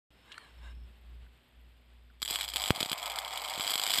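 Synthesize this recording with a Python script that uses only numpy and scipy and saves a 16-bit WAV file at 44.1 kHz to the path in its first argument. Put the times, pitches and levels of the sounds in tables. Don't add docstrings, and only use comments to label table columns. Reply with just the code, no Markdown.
import sys
import numpy as np
from scipy import signal
from scipy.fft import rfft, irfft
from scipy.io import wavfile
from scipy.ndimage import uniform_filter1d

SR = 44100
rng = np.random.default_rng(int(sys.argv[2]) if len(sys.argv) > 2 else 0)


def file_out(sig):
    cols = np.atleast_2d(sig).T
    lim = np.clip(cols, -1, 1)
    pcm = np.round(lim * 32767).astype(np.int16)
    wavfile.write(sys.argv[1], SR, pcm)


def gain_from_db(level_db):
    decades = np.asarray(level_db, float) / 20
    return 10 ** decades


N = 176400
T = np.arange(N) / SR


def evened(x):
    return x / np.sqrt(np.mean(x ** 2) + 1e-20)


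def curve(table, column):
    rows = np.array(table)
    return np.interp(T, rows[:, 0], rows[:, column])


def mode(x, hz, width):
    return signal.lfilter(*signal.iirpeak(min(hz, SR / 2.2), hz / width, SR), x)


def double_mode(x, hz, width):
    return mode(mode(x, hz, width), hz, width)


def glide(x, hz, width):
    turn = np.exp(2j * np.pi * np.cumsum(hz) / SR)
    r = np.exp(-np.pi * width / SR)
    return 2 * (turn * signal.lfilter([(1 - r) ** 2], [1, -2 * r, r * r], x / turn)).real


def clicks(per_s, spread_db):
    sizes = gain_from_db(spread_db * np.minimum(rng.exponential(1, N), 3))
    return (rng.random(N) < per_s / SR) * sizes


def wobble(size):
    return evened(uniform_filter1d(uniform_filter1d(rng.standard_normal(N), size), size))


# t/s, brush tick rate/Hz, level/dB
MOTOR = [(.1, 117, -67), (.5, 108, -64), (.75, 119, -67), (1.0, 111, -68.5), (1.5, 122.8, -68.5),
         (2.1, 119, -71.5), (4, 190, -74)]
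# f/Hz, level/dB
HISS_SPECTRUM = [(30, -6), (90, 3.5), (300, 0.5), (1200, -5), (3300, -3), (4400, -11), (6200, -28),
                 (7900, -16), (11000, -27.5), (13600, -23.5), (15500, -48)]
# f/Hz, width/Hz, level/dB at the whine's peak, slope/(dB/s) away from it
BRUSH_RING = [(12800, 300, -86, -1), (13500, 400, -89, -2), (4900, 250, -91, 2)]
TICK_LEVELS = [0, -1, -3, -6, -4]
# order, level/dB
TICK_ORDERS = [(1, -77), (2, -76)]
# t/s, f/Hz, level/dB
BRUSH_WHINE = [(.1, 5140, -84), (.26, 5300, -79), (.4, 5320, -87), (.68, 5300, -73.5), (.8, 5280, -76),
               (.92, 5300, -91), (1.2, 5300, -100)]


def idle():
    hz = np.fft.rfftfreq(N, 1 / SR)
    f, db = np.transpose(HISS_SPECTRUM)
    colour = gain_from_db(np.interp(np.log(hz + 1), np.log(f), db))
    hiss = irfft(rfft(rng.standard_normal(N)) * colour, N)
    hiss /= np.std(mode(hiss, 1520, 6000))
    hiss_db = curve(MOTOR, column=2) + wobble(size=2000)

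    turns = np.cumsum(curve(MOTOR, column=1)) / SR
    decay = np.exp(-(turns % 1) / 0.059)
    strength = gain_from_db(TICK_LEVELS)[turns.astype(int) % len(TICK_LEVELS)]
    ticks = decay * strength * rng.standard_normal(N)

    away_s = abs(T - .68)
    brushes = sum(evened(double_mode(ticks, f, width)) * gain_from_db(db + slope * away_s)
                  for f, width, db, slope in BRUSH_RING)
    whine = evened(glide(ticks, curve(BRUSH_WHINE, column=1), 120)) * gain_from_db(curve(BRUSH_WHINE, column=2))
    orders = sum(gain_from_db(db) * np.sin(2 * np.pi * k * turns) for k, db in TICK_ORDERS)
    return hiss * gain_from_db(hiss_db) + brushes + whine + orders


# t/s, level/dB
HUM_SWELL = [(.1, -65.5), (.4, -73), (.6, -50), (.68, -46), (.84, -46.5), (.97, -59.5), (1.09, -48.5),
             (1.23, -48.5), (1.48, -77.5), (1.58, -55), (1.74, -58.5), (1.84, -64), (1.94, -56.5),
             (2.33, -60.5), (2.6, -51.5), (2.8, -81), (3.08, -61), (4, -73)]


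def hum():
    tone = np.sqrt(2) * np.sin(2 * np.pi * 59 * T)
    fuzz = evened(mode(mode(rng.standard_normal(N), 67, 110), 48, 130))
    return gain_from_db(curve(HUM_SWELL, column=1)) * (tone + gain_from_db(-15) * fuzz)


# t/s, length/s, level/dB, f/Hz
HANDLING_KNOCKS = [
    (.318, .011, -43, 3150),
    (.3175, .004, -45, 1300),
    (.342, .004, -47, 2800),
    (.343, .004, -47, 1600),
    (.379, .005, -36, 1550),
    (.379, .003, -49, 4300),
    (.322, .003, -59, 7000),
    (.38, .004, -59, 7900),
    (1.262, .008, -60, 1500),
    (2.1, .008, -62, 1500),
]
# t/s, length/s, level/dB
SLEEVE_RUSTLES = [
    (0.218, 0.33, -58),
    (0.6, 0.14, -57.5),
]
# f/Hz, width/Hz, level/dB
CLOTH_RING = [(1140, 580, -2), (1630, 220, 3.5), (2140, 180, -3), (2830, 260, -5.5), (3850, 180, -2),
              (2380, 1700, -10), (7450, 2700, -20.5)]
# t/s, pitch ratio
CLOTH_BEND = [(.18, 0.82), (.28, 0.98), (.4, 1.13), (.52, 0.915), (.62, .96), (.68, 0.97), (.75, 1)]


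def handling():
    knock_noise, cloth_noise = rng.standard_normal((2, N))
    knocks = 0
    for s, length, db, hz in HANDLING_KNOCKS:
        burst = knock_noise * (T > s) * np.exp(-((T - s) / length) ** 2)
        knocks = knocks + gain_from_db(db) * 5 * double_mode(burst, hz, 0.35 * hz)
    arch = sum(gain_from_db(db) * np.sin(np.pi * np.clip((T - s) / length, 0, 1)) for s, length, db in SLEEVE_RUSTLES)
    bend = curve(CLOTH_BEND, column=1)
    cloth = evened(sum(gain_from_db(db) * glide(cloth_noise, hz * bend, width) for hz, width, db in CLOTH_RING))
    return knocks + arch * cloth


# f/Hz, width/Hz, level/dB
SPARK_MODES = [(1063, 2250, -6.5), (2350, 550, -3.5), (3260, 640, 4), (3960, 1950, -1.5), (4853, 590, -1.5),
               (7226, 850, -4.5), (9200, 2000, -16), (10320, 1600, -14), (11930, 2800, -5.5),
               (13330, 2360, 0)]


def click_shape():
    hz = abs(np.fft.fftfreq(4096, 1 / SR))
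    power = sum(gain_from_db(2 * db) / (1 + (2 * (hz - f) / width) ** 2) ** 2 for f, width, db in SPARK_MODES)
    log_level = np.log(power * (hz / (hz + 300)) ** 3 + 1e-9) / 2
    spectrum = np.exp(np.conj(signal.hilbert(log_level)))
    shape = -np.fft.ifft(spectrum).real[:1024]
    return shape / abs(shape).max()


def spark_colour(drive):
    bench_t60_s, port_lag_s, port_hz, port_width_hz = 0.045, 0.0023, 7956, 870
    t = np.arange(2000) / SR
    scatter = rng.standard_normal(2000) * gain_from_db(-60 * t / bench_t60_s) * (t > 0)
    echo = signal.oaconvolve(drive, scatter / np.linalg.norm(scatter))[:len(drive)]
    blunt = uniform_filter1d(drive, size=3)
    late = np.roll(drive + echo / 2, int(port_lag_s * SR))
    port = double_mode(late, port_hz, port_width_hz)
    direct = signal.oaconvolve(blunt + gain_from_db(-10) * echo, click_shape())[:len(drive)]
    heard = direct + 20 * gain_from_db(-15.5) * port
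    return heard - mode(heard, 6340, 160)


# t/s, small spark level/dB, scrape pressure level/dB
CHUCK_CONTACT = [(2.2, -55, -91), (2.24, -60, -79), (2.3, -31.5, -49.5), (2.44, -34, -50.5),
                 (2.47, -40.5, -55), (2.52, -41.5, -58), (2.57, -37, -44), (2.69, -35.5, -44.5),
                 (2.79, -36.5, -41.5), (2.82, -34, -44.5), (2.88, -39, -49.5), (2.94, -44, -42.5),
                 (2.97, -38.5, -43.5), (3.2, -39, -42), (3.3, -38, -44), (3.57, -35, -43),
                 (3.65, -31, -42.5), (3.7, -36, -42.5), (4, -23.5, -43)]


def small_sparks():
    break_hz, window, clicks_per_s, stray = 100.1, .19, 1500, 0.025
    breaks = break_hz * T + .02
    size = gain_from_db(2 * rng.standard_normal(500))[breaks.astype(int)]
    gate = np.exp(-((breaks % 1 - window) / (0.69 * window)) ** 2) * size
    per_s = clicks_per_s * (stray + np.minimum(gate, 2)) / 2
    sharp = clicks(per_s, 1.5)
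    dull = uniform_filter1d(clicks(per_s, 1.5), size=3)
    sizzle = gain_from_db(-5) * (0.86 + gate) * rng.standard_normal(N)
    drive = evened(sharp + 2 * dull) + sizzle
    level_db = curve(CHUCK_CONTACT, column=1) - 7
    return evened(spark_colour(drive)) * gain_from_db(level_db) * (T > CHUCK_CONTACT[0][0])


# f/Hz, width/Hz, level/dB
CHUCK_RING = [(801, 530, 6.5), (717, 114, 1.5), (865, 81, 2), (949, 172, 3.5), (1101, 280, 2),
              (2158, 360, 3.5), (1500, 790, -9), (2760, 190, -40)]
# t/s, pitch ratio
CHUCK_DRIFT = [(2.2, 1.106), (2.9, 1.03), (3.13, 1.08), (3.4, 1.07), (3.7, 1.1), (4, 1.16)]


def scrape():
    slips = clicks(2500, 2.76) * rng.standard_normal(N)
    drift = curve(CHUCK_DRIFT, column=1)
    body = 0
    for hz, width, db in CHUCK_RING:
        pitch = hz * drift ** (hz < 1300)
        body = body + gain_from_db(db) * glide(slips, pitch, width)
    body = evened(signal.sosfilt(signal.butter(6, 520, "high", fs=SR, output="sos"), body))
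    squeal = evened(double_mode(slips, 9940, 300)) * (T < 2.86)
    level_db = curve(CHUCK_CONTACT, column=2) + 0.5
    return (body + gain_from_db(-16) * squeal) * gain_from_db(level_db) * (T > CHUCK_CONTACT[0][0])


# t/s, peak level/dB
STRONG_SPARKS = [(2.2194, -19.5), (2.2283, -16), (2.2502, -21.5), (2.2588, -22), (2.2783, -21), (2.287, -23),
                 (2.3008, -22), (2.3081, -13.5), (2.3193, -36), (2.3277, -20), (2.3371, -24), (2.3404, -23),
                 (2.3502, -24), (2.3585, -16), (2.3684, -31), (2.3782, -29), (2.388, -21), (2.3972, -27),
                 (2.4105, -17), (2.4301, -23), (2.4367, -32), (2.4406, -23), (2.4466, -22.5), (2.4798, -26),
                 (2.4878, -21.5), (2.5005, -24.5), (2.5371, -20.5), (2.54, -26), (2.5601, -14.5),
                 (2.5682, -14.5), (2.5804, -20), (2.589, -23), (2.599, -21), (2.6082, -26), (2.6192, -19),
                 (2.6276, -21), (2.6389, -17.5), (2.6497, -24), (2.6596, -17.5), (2.6684, -22),
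                 (2.678, -20.5), (2.686, -20.5), (2.6993, -22.5), (2.7059, -10.5), (2.7098, -20),
                 (2.7508, -25), (2.7604, -21), (2.8052, -15), (2.8089, -16), (2.8294, -12.5), (2.8488, -23),
                 (2.8596, -19), (2.8879, -31), (2.8968, -21), (2.9169, -16.5), (2.921, -34), (2.9276, -31),
                 (2.9302, -15),
                 (2.9792, -26), (2.9862, -31), (3.0191, -33), (3.0292, -23.5), (3.0382, -29), (3.0587, -20),
                 (3.0662, -25.5), (3.0779, -26), (3.0994, -21), (3.1064, -32), (3.109, -36), (3.1179, -24),
                 (3.1589, -22), (3.1876, -15), (3.1994, -26.5), (3.2485, -25.5), (3.2792, -24.5),
                 (3.3349, -26), (3.3591, -25), (3.3747, -21.5), (3.3781, -31), (3.4183, -25), (3.4451, -28),
                 (3.4476, -30), (3.4567, -28), (3.4595, -31.5), (3.479, -26.5), (3.4861, -24),
                 (3.4987, -23.5), (3.5073, -30), (3.5293, -29), (3.5378, -26),
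                 (3.5785, -23.5), (3.5976, -18.5), (3.6087, -20), (3.6161, -23), (3.6191, -21), (3.6284, -25),
               (3.6384, -22.5), (3.6641, -27), (3.6685, -21), (3.6772, -17.5), (3.6858, -24), (3.6888, -20),
               (3.6959, -19), (3.6988, -17.5), (3.706, -10.5), (3.7094, -18), (3.715, -19), (3.7183, -13.5),
               (3.7351, -22), (3.7384, -14), (3.7459, -22), (3.7565, -12.5), (3.7786, -13), (3.7855, -22),
               (3.7974, -15.5), (3.8161, -15.5), (3.8267, -26), (3.8294, -26), (3.837, -13.5),
               (3.8587, -25), (3.866, -14.5), (3.8762, -15), (3.888, -28), (3.8993, -17.5), (3.9051, -15.5),
               (3.9081, -20), (3.9155, -16), (3.9289, -22), (3.9348, -16.5), (3.9385, -9.5),
               (3.9454, -12.5), (3.9494, -26), (3.9557, -12), (3.9589, -12), (3.9661, -21), (3.9746, -16),
               (3.9777, -14), (3.9846, -11.5), (3.9876, -11), (3.9961, -23)]
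# t/s, level/dB
AIR_PUSHES = [(2.2286, -38.5), (2.312, -36.5), (2.5592, -39.5), (2.5696, -54), (2.6395, -40), (2.669, -50),
              (2.6785, -44), (2.7309, -37), (2.741, -44), (2.7606, -40), (2.779, -38), (2.8109, -28),
              (2.8195, -39), (2.83, -26), (2.8615, -34), (2.9171, -30), (2.9305, -30.5), (3.579, -34.5),
              (3.598, -32), (3.6097, -50), (3.6635, -42), (3.708, -47), (3.7578, -35), (3.8162, -42),
              (3.837, -54), (3.8776, -43), (3.9585, -37), (3.9793, -42), (3.99, -32)]


def strong_sparks():
    restrike_s, restrike_db, sputter_t60_s, sputter_db = .0012, -17.5, 0.0096, -5
    drive, push = np.zeros(N + 999), np.zeros(N + 999)
    rows = STRONG_SPARKS
    t = np.arange(400) / SR
    chances = rng.random((len(rows), 2))
    noises = rng.standard_normal((len(rows), 400))
    for (s, db), chance, noise in zip(rows, chances, noises):
        at = round((s - .0001) * SR)
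        again = at + int((.3 + chance[0]) * restrike_s * SR)
        drive[at] += gain_from_db(db)
        drive[again] += gain_from_db(db + restrike_db * (.5 + chance[1]))
        drive[at:at + 400] += gain_from_db(db + sputter_db - 60 * t / sputter_t60_s) * noise / 5
    for s, db in AIR_PUSHES:
        push[round((s - .001) * SR)] += gain_from_db(db)
    unit_peak = abs(mode(np.eye(1, 99)[0], 200, 340)).max()
    low = mode(push, 200, 350) / unit_peak
    return (gain_from_db(4) * spark_colour(drive) + gain_from_db(5.5) * low)[:N]


def pop():
    fall_s, cut_hz, cut_q = 0.0023, 94, 1
    t = T - 2.7059
    dip = 0.52 * np.exp(-((t + 0.00004) / .00007) ** 2)
    step = (t > 0) * np.exp(-abs(t) / fall_s) - dip
    w = 2 * np.pi * cut_hz
    bass_cut = signal.bilinear([1, 0, 0], [1, w / cut_q, w * w], SR)
    return gain_from_db(-7) * signal.lfilter(*bass_cut, uniform_filter1d(step, size=5))


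def scene():
    motors = idle() + hum() + handling()
    contact = small_sparks() + scrape() + strong_sparks() + pop()
    return (motors + contact)[None]


def top_cut(x):
    return signal.sosfilt(signal.butter(12, 15690, fs=SR, output="sos"), x)


def record(dry):
    duck_from_db, recover_db_per_s, duck_share = -29.5, 237, .55
    fall = recover_db_per_s * T
    power_db = 10 * np.log10(abs(uniform_filter1d(dry[0] ** 2, size=100, origin=49)) + 1e-12)
    peak_db = np.maximum.accumulate(power_db + fall) - fall
    over_db = np.maximum(peak_db - duck_from_db, 0)
    late_db = signal.lfilter([.004], [1, -.996], over_db)
    ducked = dry / gain_from_db(duck_share * late_db)
    soft = signal.lfilter(*signal.butter(12, 14200, fs=SR), ducked)
    started = soft * (T > .1053)
    limited = signal.oaconvolve(started, signal.firwin(255, 15600, fs=SR)[None], "same")
    return top_cut(limited)


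dry = scene()
out = record(dry)
file_out(out)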